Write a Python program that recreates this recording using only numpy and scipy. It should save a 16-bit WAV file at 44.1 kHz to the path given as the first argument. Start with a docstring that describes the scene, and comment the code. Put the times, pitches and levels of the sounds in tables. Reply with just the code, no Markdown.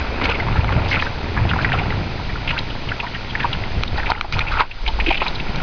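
"""Inside the open hull of a small wooden sailboat, running through light chop.
Wavelets slap the planks and trap air that gulps and bubbles, and a few hard knocks ring the wood.
The bow wave washes along the hull and throws spray. Wind thuds and hisses on the microphone
of a small camera, whose limiter turns the sound down briefly after the hardest slaps."""
import sys
import numpy as np
from scipy import signal
from scipy.fft import rfft, irfft
from scipy.io import wavfile
from scipy.ndimage import uniform_filter1d, minimum_filter1d

SR = 44100
rng = np.random.default_rng(int(sys.argv[2]) if len(sys.argv) > 2 else 0)


def log_audio(samples):
    """Write samples as a 16-bit WAV file to the path given in sys.argv[1]."""
    # one column per channel
    frames = np.atleast_2d(samples).T
    # limit to full scale, then quantise
    limited = np.clip(frames, -1, 1)
    pcm = np.round(limited * 32767).astype(np.int16)
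    wavfile.write(sys.argv[1], SR, pcm)


N = 247842
TIME = np.arange(N) / SR

# single air pockets trapped against the planks: start_s, pitch_hz, level_db, length_s
AIR_POCKETS = [(0.2544, 2400, -17.5, .006), (0.272, 437, -26, .025), (0.3452, 2370, -22, 0.0099),
               (0.399, 1966, -19, 0.0077), (0.4849, 1120, -20, 0.0035), (0.608, 2500, -26.5, 0.0088),
               (0.643, 825, -23, .006), (0.681, 2030, -26.5, 0.011), (0.698, 926, -24.5, 0.0072),
               (0.7225, 1370, -19, .0045), (0.7772, 620, -24, .011), (0.9404, 843, -27, .018),
               (0.968, 1424, -21.5, .009), (0.992, 2540, -22, 0.012), (1.0224, 1910, -18, 0.0058),
               (1.063, 1550, -24, 0.013), (1.371, 1060, -23, .0045), (1.375, 1660, -20.5, 0.0081),
               (1.452, 726, -18.5, .005), (1.49, 2830, -23.5, 0.016), (1.5123, 1484, -16.5, .005),
               (1.534, 1545, -17.5, .005), (1.558, 932, -21, .0075), (1.5875, 1380, -20.5, 0.0098),
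               (1.607, 1700, -24.5, .006), (1.6465, 1900, -12, .007), (1.6894, 1873, -23, .0064),
               (1.7187, 1780, -13.5, 0.0043), (1.728, 2720, -21.5, 0.011), (1.735, 758, -19.5, 0.0076),
               (1.738, 1307, -20.5, 0.014), (1.787, 2380, -21, .011), (1.813, 826, -24, 0.0081),
               (1.9037, 2000, -20, 0.0036), (2.195, 932, -32, 0.014), (2.292, 1906, -30, 0.014),
               (2.354, 1340, -26.5, .007), (2.507, 1513, -22.5, 0.005), (2.565, 1480, -25, .014),
               (2.577, 2475, -21, 0.0072), (2.5886, 3875, -18.5, 0.0044), (2.699, 3040, -30, 0.0098),
               (2.8879, 2680, -26, 0.0084), (2.916, 1543, -19, 0.0065), (3.0002, 2470, -18.5, .006),
               (3.029, 945, -25, .02), (3.066, 1780, -26.5, .008), (3.1447, 2896, -27, 0.0054),
               (3.148, 1916, -26.5, .013), (3.296, 3020, -32.5, .014), (3.352, 1870, -16, 0.0059),
               (3.399, 2583, -22.5, .01), (3.431, 3176, -29.5, .006), (3.4442, 954, -14.5, 0.011),
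               (3.529, 2954, -20.5, .009), (3.636, 2060, -24.5, 0.0052), (3.877, 3560, -24.5, 0.0055),
               (3.9787, 775, -24.5, 0.014), (4.031, 1670, -24, 0.0057), (4.059, 2380, -23.5, 0.012),
               (4.1006, 902, -12, 0.0045), (4.1022, 4150, -20, .006), (4.2434, 856, -19.5, 0.0082),
               (4.3314, 2480, -20.5, 0.014), (4.39, 3750, -20, 0.0054), (4.4064, 2360, -17, .012),
               (4.4688, 2470, -23.5, 0.021), (4.5941, 1286, -15.5, 0.016), (4.599, 2246, -24, 0.015),
               (4.607, 992, -7.5, .012), (4.711, 2703, -22, 0.01), (4.8626, 2370, -21.5, 0.0076),
               (4.8772, 875, -25.5, 0.022), (4.8782, 2990, -19, 0.0083), (4.989, 950, -19.5, 0.0035),
               (5.0004, 2390, -17.5, .01), (5.067, 336, -20.5, 0.025), (5.1051, 810, -15.5, .013),
               (5.1063, 2410, -21, 0.0081), (5.172, 3040, -21, .01), (5.2167, 907, -15, .008),
               (5.26, 960, -24, .014), (5.264, 2374, -22, 0.011), (5.2802, 3900, -21, 0.0062),
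               (5.349, 3800, -28, .011), (5.399, 2590, -22, 0.0059)]
# pockets that empty in a quick run of gulps: start_s, pitch_hz, level_db, gap_s, gulp_count
GULP_RUNS = [(0.213, 2336, -24, .022, 2), (0.29, 2620, -20.5, .02, 2), (0.9135, 2160, -16.5, .0137, 4),
             (2.4762, 2600, -19.5, .0147, 3), (3.398, 1716, -26, .029, 2), (3.976, 1753, -24.5, 0.018, 2),
             (4.517, 1375, -22.5, .018, 4), (5.063, 2507, -18, .0203, 5), (5.203, 2493, -21, 0.017, 2)]
# hard knocks on the hull: start_s, peak_db, brightness_db_per_octave
HULL_KNOCKS = [(0.2150, -11, -11), (0.2565, -9, 1.5), (0.299, -11, 4), (0.6445, -10.5, -5),
               (0.6918, -10, -11), (0.7227, -15, -5), (1.0231, -9.5, -9), (1.367, -13.5, -14),
               (3.835, -1, 2.5), (4.1019, -14, -16), (4.1185, 3, -14), (4.211, 3, -2.5), (4.325, -4.5, 4),
               (4.3857, -9.5, -2.5), (4.3920, -2, 2), (5.5590, -13, 8.5)]
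# the tones of the wood, each fading by 60 dB in its ring time: pitch_hz, ring_s, level_db
WOOD_TONES = [(876, 0.0088, -9), (1413, 0.007, 4), (2370, 0.0056, 3.5), (2900, 0.0037, 3),
              (3930, 0.0074, -1), (5600, 0.0078, -6), (6040, 0.012, -11.5)]
# waves that run along the hull: crest_s, level_db, rise_s, fall_s
HULL_WAVES = [(0.0, -25.5, .05, 0.05), (0.30, -22.5, .1, .07), (0.55, -27.5, 0.2, 0.21),
              (0.8, -28, .07, .15), (0.94, -29, .05, .15), (1.385, -29, .015, .09),
              (1.721, -26.5, 0.18, 0.19), (1.91, -32, .015, .05), (2.519, -28, 0.066, 0.095),
              (2.979, -36, .1, 0.14), (3.45, -29.5, 0.098, 0.16), (3.99, -31, .02, .06),
              (4.14, -21, .07, 0.055), (4.359, -25, .025, 0.15), (4.56, -27, .08, .06),
              (4.618, -7.5, .022, 0.012), (5.239, -29.5, 0.046, 0.052), (5.62, -29, 0.18, .1)]
# tone of the washing water: frequency_hz, level_db
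WASH_SPECTRUM = [(250, -19), (500, -16), (700, -11), (920, 3), (1150, -9.5), (1400, 2), (1750, -12),
                 (2500, -3), (3100, -13.5), (4200, -16), (6500, -32.5)]
# spray thrown from the bow: start_s, level_db, length_s
SPRAY_BURSTS = [(0.238, -25, 0.021), (0.293, -31, 0.042), (0.88, -28.5, 0.09), (1.01, -32, 0.066),
                (1.613, -30.5, 0.037), (3.968, -31, 0.026), (4.322, -23, 0.035), (4.515, -31.5, 0.032),
                (4.601, -24, 0.024), (5.232, -35, 0.082)]
# tone of the spray: frequency_hz, level_db
SPRAY_SPECTRUM = [(1200, -33.5), (2500, -3), (4000, -1), (5000, -0.5), (7000, -7.5)]
# strength of the wind's three low layers: time_s, swell_db, buffet_db, flutter_db
WIND_LEVELS = [(0, -33, -25.5, -31.5), (0.27, -24, -24, -25), (0.46, -27.5, -27, -31),
               (0.85, -28, -21, -27.5), (1.13, -29, -29.5, -32.5), (1.4, -31, -24.5, -30),
               (1.72, -29, -19.5, -27.5), (2.0, -37, -23.5, -31), (2.25, -26.5, -27, -34),
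               (2.85, -27, -33.5, -34.5), (3.05, -33, -35, -37), (3.65, -25, -26.5, -33.5),
               (4.08, -21.5, -30, -33), (4.6, -20.5, -28.5, -35.5), (4.75, -21, -39, -40.5),
               (5.03, -17, -33, -33), (5.27, -23.5, -39, -34), (5.5, -21.5, -29.5, -33.5)]
# how fast the eddies (swirls of air) thud: time_s, rate_hz
EDDY_RATES = [(0, 73.38), (1.7, 91.1), (3.3, 104), (4.05, 75.7), (5.0, 91.89), (5.5, 135.6)]
# puffs that strike the microphone: peak_s, boost_db, half_width_s
WIND_PUFFS = [(0.585, 8, 0.14), (0.78, 7.5, 0.036), (1.303, 6, 0.014), (1.414, 9.5, 0.06),
              (1.53, 5.5, 0.026), (1.992, 4, 0.017), (2.89, 7.5, 0.037), (3.777, 11, 0.019),
              (3.938, 10.5, 0.033), (4.349, 12, 0.034), (5.398, 6.5, 0.032)]
# tone of the slow swell in air pressure: frequency_hz, level_db
SWELL_SPECTRUM = [(5, -28), (11, 11.5), (22, -1), (35, -7.5), (52, -3.5), (80, -30), (200, -66)]
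# tone of the thudding eddies: multiple_of_eddy_rate, level_db
BUFFET_SPECTRUM = [(.12, -17.5), (.3, -6), (.55, -6.5), (.9, -2.5), (1.15, -1), (1.6, -10), (2.4, -17.5),
                   (4.5, -38), (9, -63)]
# tone of the wind's ragged flutter: frequency_hz, level_db
FLUTTER_SPECTRUM = [(110, -13.5), (200, -1.5), (320, -3.5), (500, -6), (800, -7.5), (1400, -14.5),
                    (2500, -13), (5000, -55)]
# tone of the wind's hiss: frequency_hz, level_db
HISS_SPECTRUM = [(200, -9), (900, -13), (2600, -3.5), (4000, -4), (5000, -4), (7000, -12)]
# how the camera dulls the treble: frequency_hz, gain_db
CAMERA_RESPONSE = [(3900, 0), (4600, -2), (5150, -4.5), (5520, -17.5), (5900, -8.5), (6300, -14.5),
                   (6800, -25), (7300, -47)]

BUBBLES_PER_GULP = 9


def lapping():
    """Wavelets trap air against the overlapping planks, and each pocket gulps once."""
    out = np.zeros(N)
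    for start_s, hz, db, length_s in AIR_POCKETS:
        add(out, start_s, undb(db + 0.5) * gulp(hz, length_s))
    return out


def gulp(hz, length_s, wobble=0.076, scatter=0.13, spatter_db=-5):
    """Water spatters on a plank; trapped air swells and dies while small bubbles break off."""
    age = np.arange(int((3 * length_s + 0.011) * SR)) / (SR * length_s)
    swell = np.sqrt(age) * np.exp(-(age / 1.08) ** 2)
    # the bubbles come one after another, near the pocket's pitch
    cluster = np.zeros(len(age))
    for k, (when, pitch, size) in enumerate(rng.random((BUBBLES_PER_GULP, 3))):
        order = k / BUBBLES_PER_GULP
        ring = bubble(hz * np.exp(scatter * np.sqrt(3) * (2 * pitch - 1)), cycles=16, glide=0.07)
        start_s = 0.93 * length_s * order * (1 + when / 2)
        add(cluster, start_s, (-1) ** k * undb(-11 * size - 5 * order) * ring)
    # the pocket is squeezed out of shape, so its pitch wobbles
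    squeeze = unit(uniform_filter1d(rng.standard_normal(len(age)), int(2 * SR / hz)))
    pocket = swell * np.sin(2 * np.pi * np.cumsum(hz * (1 + wobble * squeeze)) / SR)
    crackle = swell * rng.standard_normal(len(age)) ** 3
    spatter = colour(crackle, [(hz / 4, -30), (hz / 2, -11), (hz, 0),
                               (hz * 1.3, -3), (hz * 2, -15), (hz * 4, -28)])
    # big, low pockets hold together and ring more purely than small ones
    purity = undb(-1) * (1100 / hz) ** 0.36
    sound = purity * unit(pocket) + unit(cluster) + undb(spatter_db) * spatter
    sound = equalise(sound, [(hz / 3, -10), (hz * 0.65, -5), (hz * 1.1, 0), (hz * 0.53, 0), (hz * 2, -5)])
    return sound * np.sqrt(length_s * SR / np.sum(sound ** 2))


def bubble(hz, cycles, glide=0.12):
    """A bubble rings and fades, its pitch rising as it nears the surface."""
    age = np.arange(int(cycles * SR / hz) + 2) * hz / (cycles * SR)
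    return undb(-60 * age) * np.sin(2 * np.pi * cycles * (age + glide * age ** 2 / 2))


def gurgling():
    """A pocket lets its air go in gulps of one pitch; the slower the run, the longer each gulp."""
    out = np.zeros(N)
    for start_s, hz, db, gap_s, count in GULP_RUNS:
        for k in range(count):
            add(out, start_s + k * gap_s, undb(db) * gulp(hz, 0.58 * gap_s))
    return out


def ripples(low_hz=750, high_hz=3300, count=190):
    """Small random gulps, mostly high in pitch, come closer and stronger where a wave runs."""
    out, water = np.zeros(N), water_flow()
    passed = np.cumsum(np.sqrt(water))
    for k, (when, pitch, size, life) in enumerate(rng.random((count, 4))):
        i = np.searchsorted(passed, (k + when) / count * passed[-1])
        hz = low_hz * (high_hz / low_hz) ** (pitch ** 0.7)
        strength = water[i] ** 0.64 * undb(-18 + 7 * size)
        add(out, i / SR, strength * gulp(hz, length_s=0.007 * (0.5 + life)))
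    return out


def knocks(contact_s=0.00046, rebound_s=0.000922, rebound_db=-6):
    """Short blows bounce once and ring the wood, which falls quiet almost at once."""
    out, t = np.zeros(N), np.arange(SR // 30) / SR
    for start_s, db, brightness in HULL_KNOCKS:
        ring = np.zeros(len(t))
        for hz, ring_s, tone_db in WOOD_TONES:
            fade = undb(tone_db + brightness * np.log2(hz) - 60 * t / ring_s)
            ring += fade * np.sin(2 * np.pi * (hz * t + rng.random()))
        ring *= 1 - np.exp(-t / contact_s)
        ring += undb(rebound_db) * np.interp(t - rebound_s, t, ring, left=0)
        add(out, start_s, undb(db) * ring / np.abs(ring).max())
    return out


def bow_wave(wash_db=-1, noise_db=-8):
    """Churning bubbles wash along the hull, and fine spray fizzes in short bursts."""
    churn = froth(421, 4900, cycles=19, spread_db=2, count=5000) + undb(noise_db) * noise()
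    churn *= undb(2 * wander(rate_hz=90))
    wash = steady(colour(churn, WASH_SPECTRUM), span_s=0.45)
    fizz = froth(2000, 8500, cycles=17, spread_db=-0.5, count=7000) + undb(noise_db) * noise()
    bursts = np.zeros(N)
    for start_s, db, length_s in SPRAY_BURSTS:
        age = TIME[:SR // 3] / length_s
        add(bursts, start_s, undb(db) * (1 - np.exp(-age / 0.032)) * np.exp(-age ** 2))
    return undb(wash_db) * water_flow() * wash + bursts * colour(fizz, SPRAY_SPECTRUM)


def froth(low_hz, high_hz, cycles, spread_db, count):
    """A crowd of bubbles rings at random times, pitches and strengths."""
    out = np.zeros(N)
    for when, pitch, size, life in rng.random((count, 4)):
        hz = low_hz * (high_hz / low_hz) ** pitch
        strength = undb(-spread_db * np.log(size + 0.016)) * np.sqrt(hz)
        add(out, when * N / SR, strength * bubble(hz, cycles * (0.5 + life)))
    return unit(out)


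def water_flow(calm_db=-40):
    """Strength of the water along the hull: each wave builds to its crest and drains away."""
    power = undb(calm_db) ** 2
    for crest_s, db, rise_s, fall_s in HULL_WAVES:
        away = np.maximum((crest_s - TIME) / rise_s, (TIME - crest_s) / fall_s)
        power = power + undb(db) ** 2 * np.exp(-2 * away)
    return np.sqrt(power)


def wind(hiss_db=-34):
    """Big eddies heave the microphone; smaller ones thud and tear into flutter, over an even hiss."""
    swell_db, buffet_db, flutter_db = curves(WIND_LEVELS)
    eddy_hz, = curves(EDDY_RATES)
    puff_db = sum(db * np.exp(-((TIME - peak_s) / half_s) ** 2) for peak_s, db, half_s in WIND_PUFFS)
    puff_db += 1.83 * wander(rate_hz=40)  # the wind also throbs at random
    swell = steady(colour(noise(), SWELL_SPECTRUM), span_s=0.1)
    # one pattern of eddies is carried past at changing speed
    mean_hz = eddy_hz.mean()
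    pattern = colour(noise(), [(multiple * mean_hz, db) for multiple, db in BUFFET_SPECTRUM])
    position_s = np.cumsum(eddy_hz / mean_hz) / SR
    buffet = steady(np.interp(position_s, TIME, pattern), span_s=0.066)
    flutter = steady(colour(noise() * undb(2.6 * buffet), FLUTTER_SPECTRUM), span_s=0.3)
    return (undb(swell_db - 0.5) * swell
            + undb(buffet_db + puff_db) * buffet
            + undb(flutter_db + 0.21 * puff_db + 1.5) * flutter
            + undb(hiss_db) * colour(noise(), HISS_SPECTRUM))


def limiter(x, ceiling_db=-4, attack_s=0.00075, hold_s=0.075, recover_db_per_s=51.5):
    """A loud peak turns the volume down just after its first crack; it holds, then climbs back."""
    need_db = np.minimum(ceiling_db - 20 * np.log10(np.abs(x) + 1e-9), 0)
    half = int(hold_s * SR / 2)
    held_db = minimum_filter1d(need_db, 2 * half + 1, origin=half)
    climb_db = recover_db_per_s * TIME
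    gain_db = np.minimum.accumulate(held_db - climb_db) + climb_db
    lag = np.exp(-1 / (attack_s * SR))
    return x * undb(signal.lfilter([1 - lag], [1, -lag], gain_db))


def undb(db):
    """Turn decibels into a number to multiply by."""
    return 10 ** (np.asarray(db) / 20)


def unit(x):
    """Scale x to an average strength (rms) of 1."""
    return x / np.sqrt(np.mean(x ** 2) + 1e-18)


def noise():
    """White noise as long as the scene."""
    return rng.standard_normal(N)


def curves(table):
    """Join a table's points in time with straight lines, one curve per value column."""
    times_s, *columns = np.transpose(table)
    return [np.interp(TIME, times_s, column) for column in columns]


def equalise(x, spectrum):
    """Turn the frequencies of x up or down along (frequency_hz, gain_db) points."""
    hz, db = np.transpose(spectrum)
    bins_hz = np.maximum(np.arange(len(x) // 2 + 1) * SR / len(x), 1)
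    return irfft(rfft(x) * undb(np.interp(np.log(bins_hz), np.log(hz), db)), len(x))


def colour(x, spectrum):
    """Shape the tone of x, then set its strength to 1."""
    return unit(equalise(x, spectrum))


def wander(rate_hz):
    """A random curve of strength 1 that turns about rate_hz times a second."""
    step = max(int(SR / rate_hz), 2)
    stairs = np.repeat(rng.standard_normal(N // step + 1), step)
    return unit(uniform_filter1d(stairs, step)[:N])


def steady(x, span_s):
    """Even out the strength of x over span_s, leaving its quick detail."""
    return x / np.sqrt(uniform_filter1d(x ** 2, max(int(span_s * SR), 2)) + 1e-9)


def add(out, at_s, sound):
    """Mix a sound into out, starting at at_s."""
    i = min(max(int(at_s * SR), 0), len(out))
    out[i:i + len(sound)] += sound[:len(out) - i]


def scene():
    """Water, wood and wind mix in one channel; open water gives no echo."""
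    return (lapping() + gurgling() + ripples() + knocks() + bow_wave() + wind())[None]


def record(dry):
    """The camera dips after the hardest slaps, rounds the peaks and keeps only the lower treble."""
    clip_level, top_hz = 1.2, 7000
    clipped = np.clip(limiter(dry[0]), -clip_level, clip_level)
    rounded = clipped - clipped ** 3 / (3 * clip_level ** 2)
    treble_cut = signal.ellip(8, 0.2, 70, top_hz, fs=SR, output="sos")
    return signal.sosfilt(treble_cut, equalise(rounded, CAMERA_RESPONSE))[None]


dry = scene()
out = record(dry)
log_audio(out)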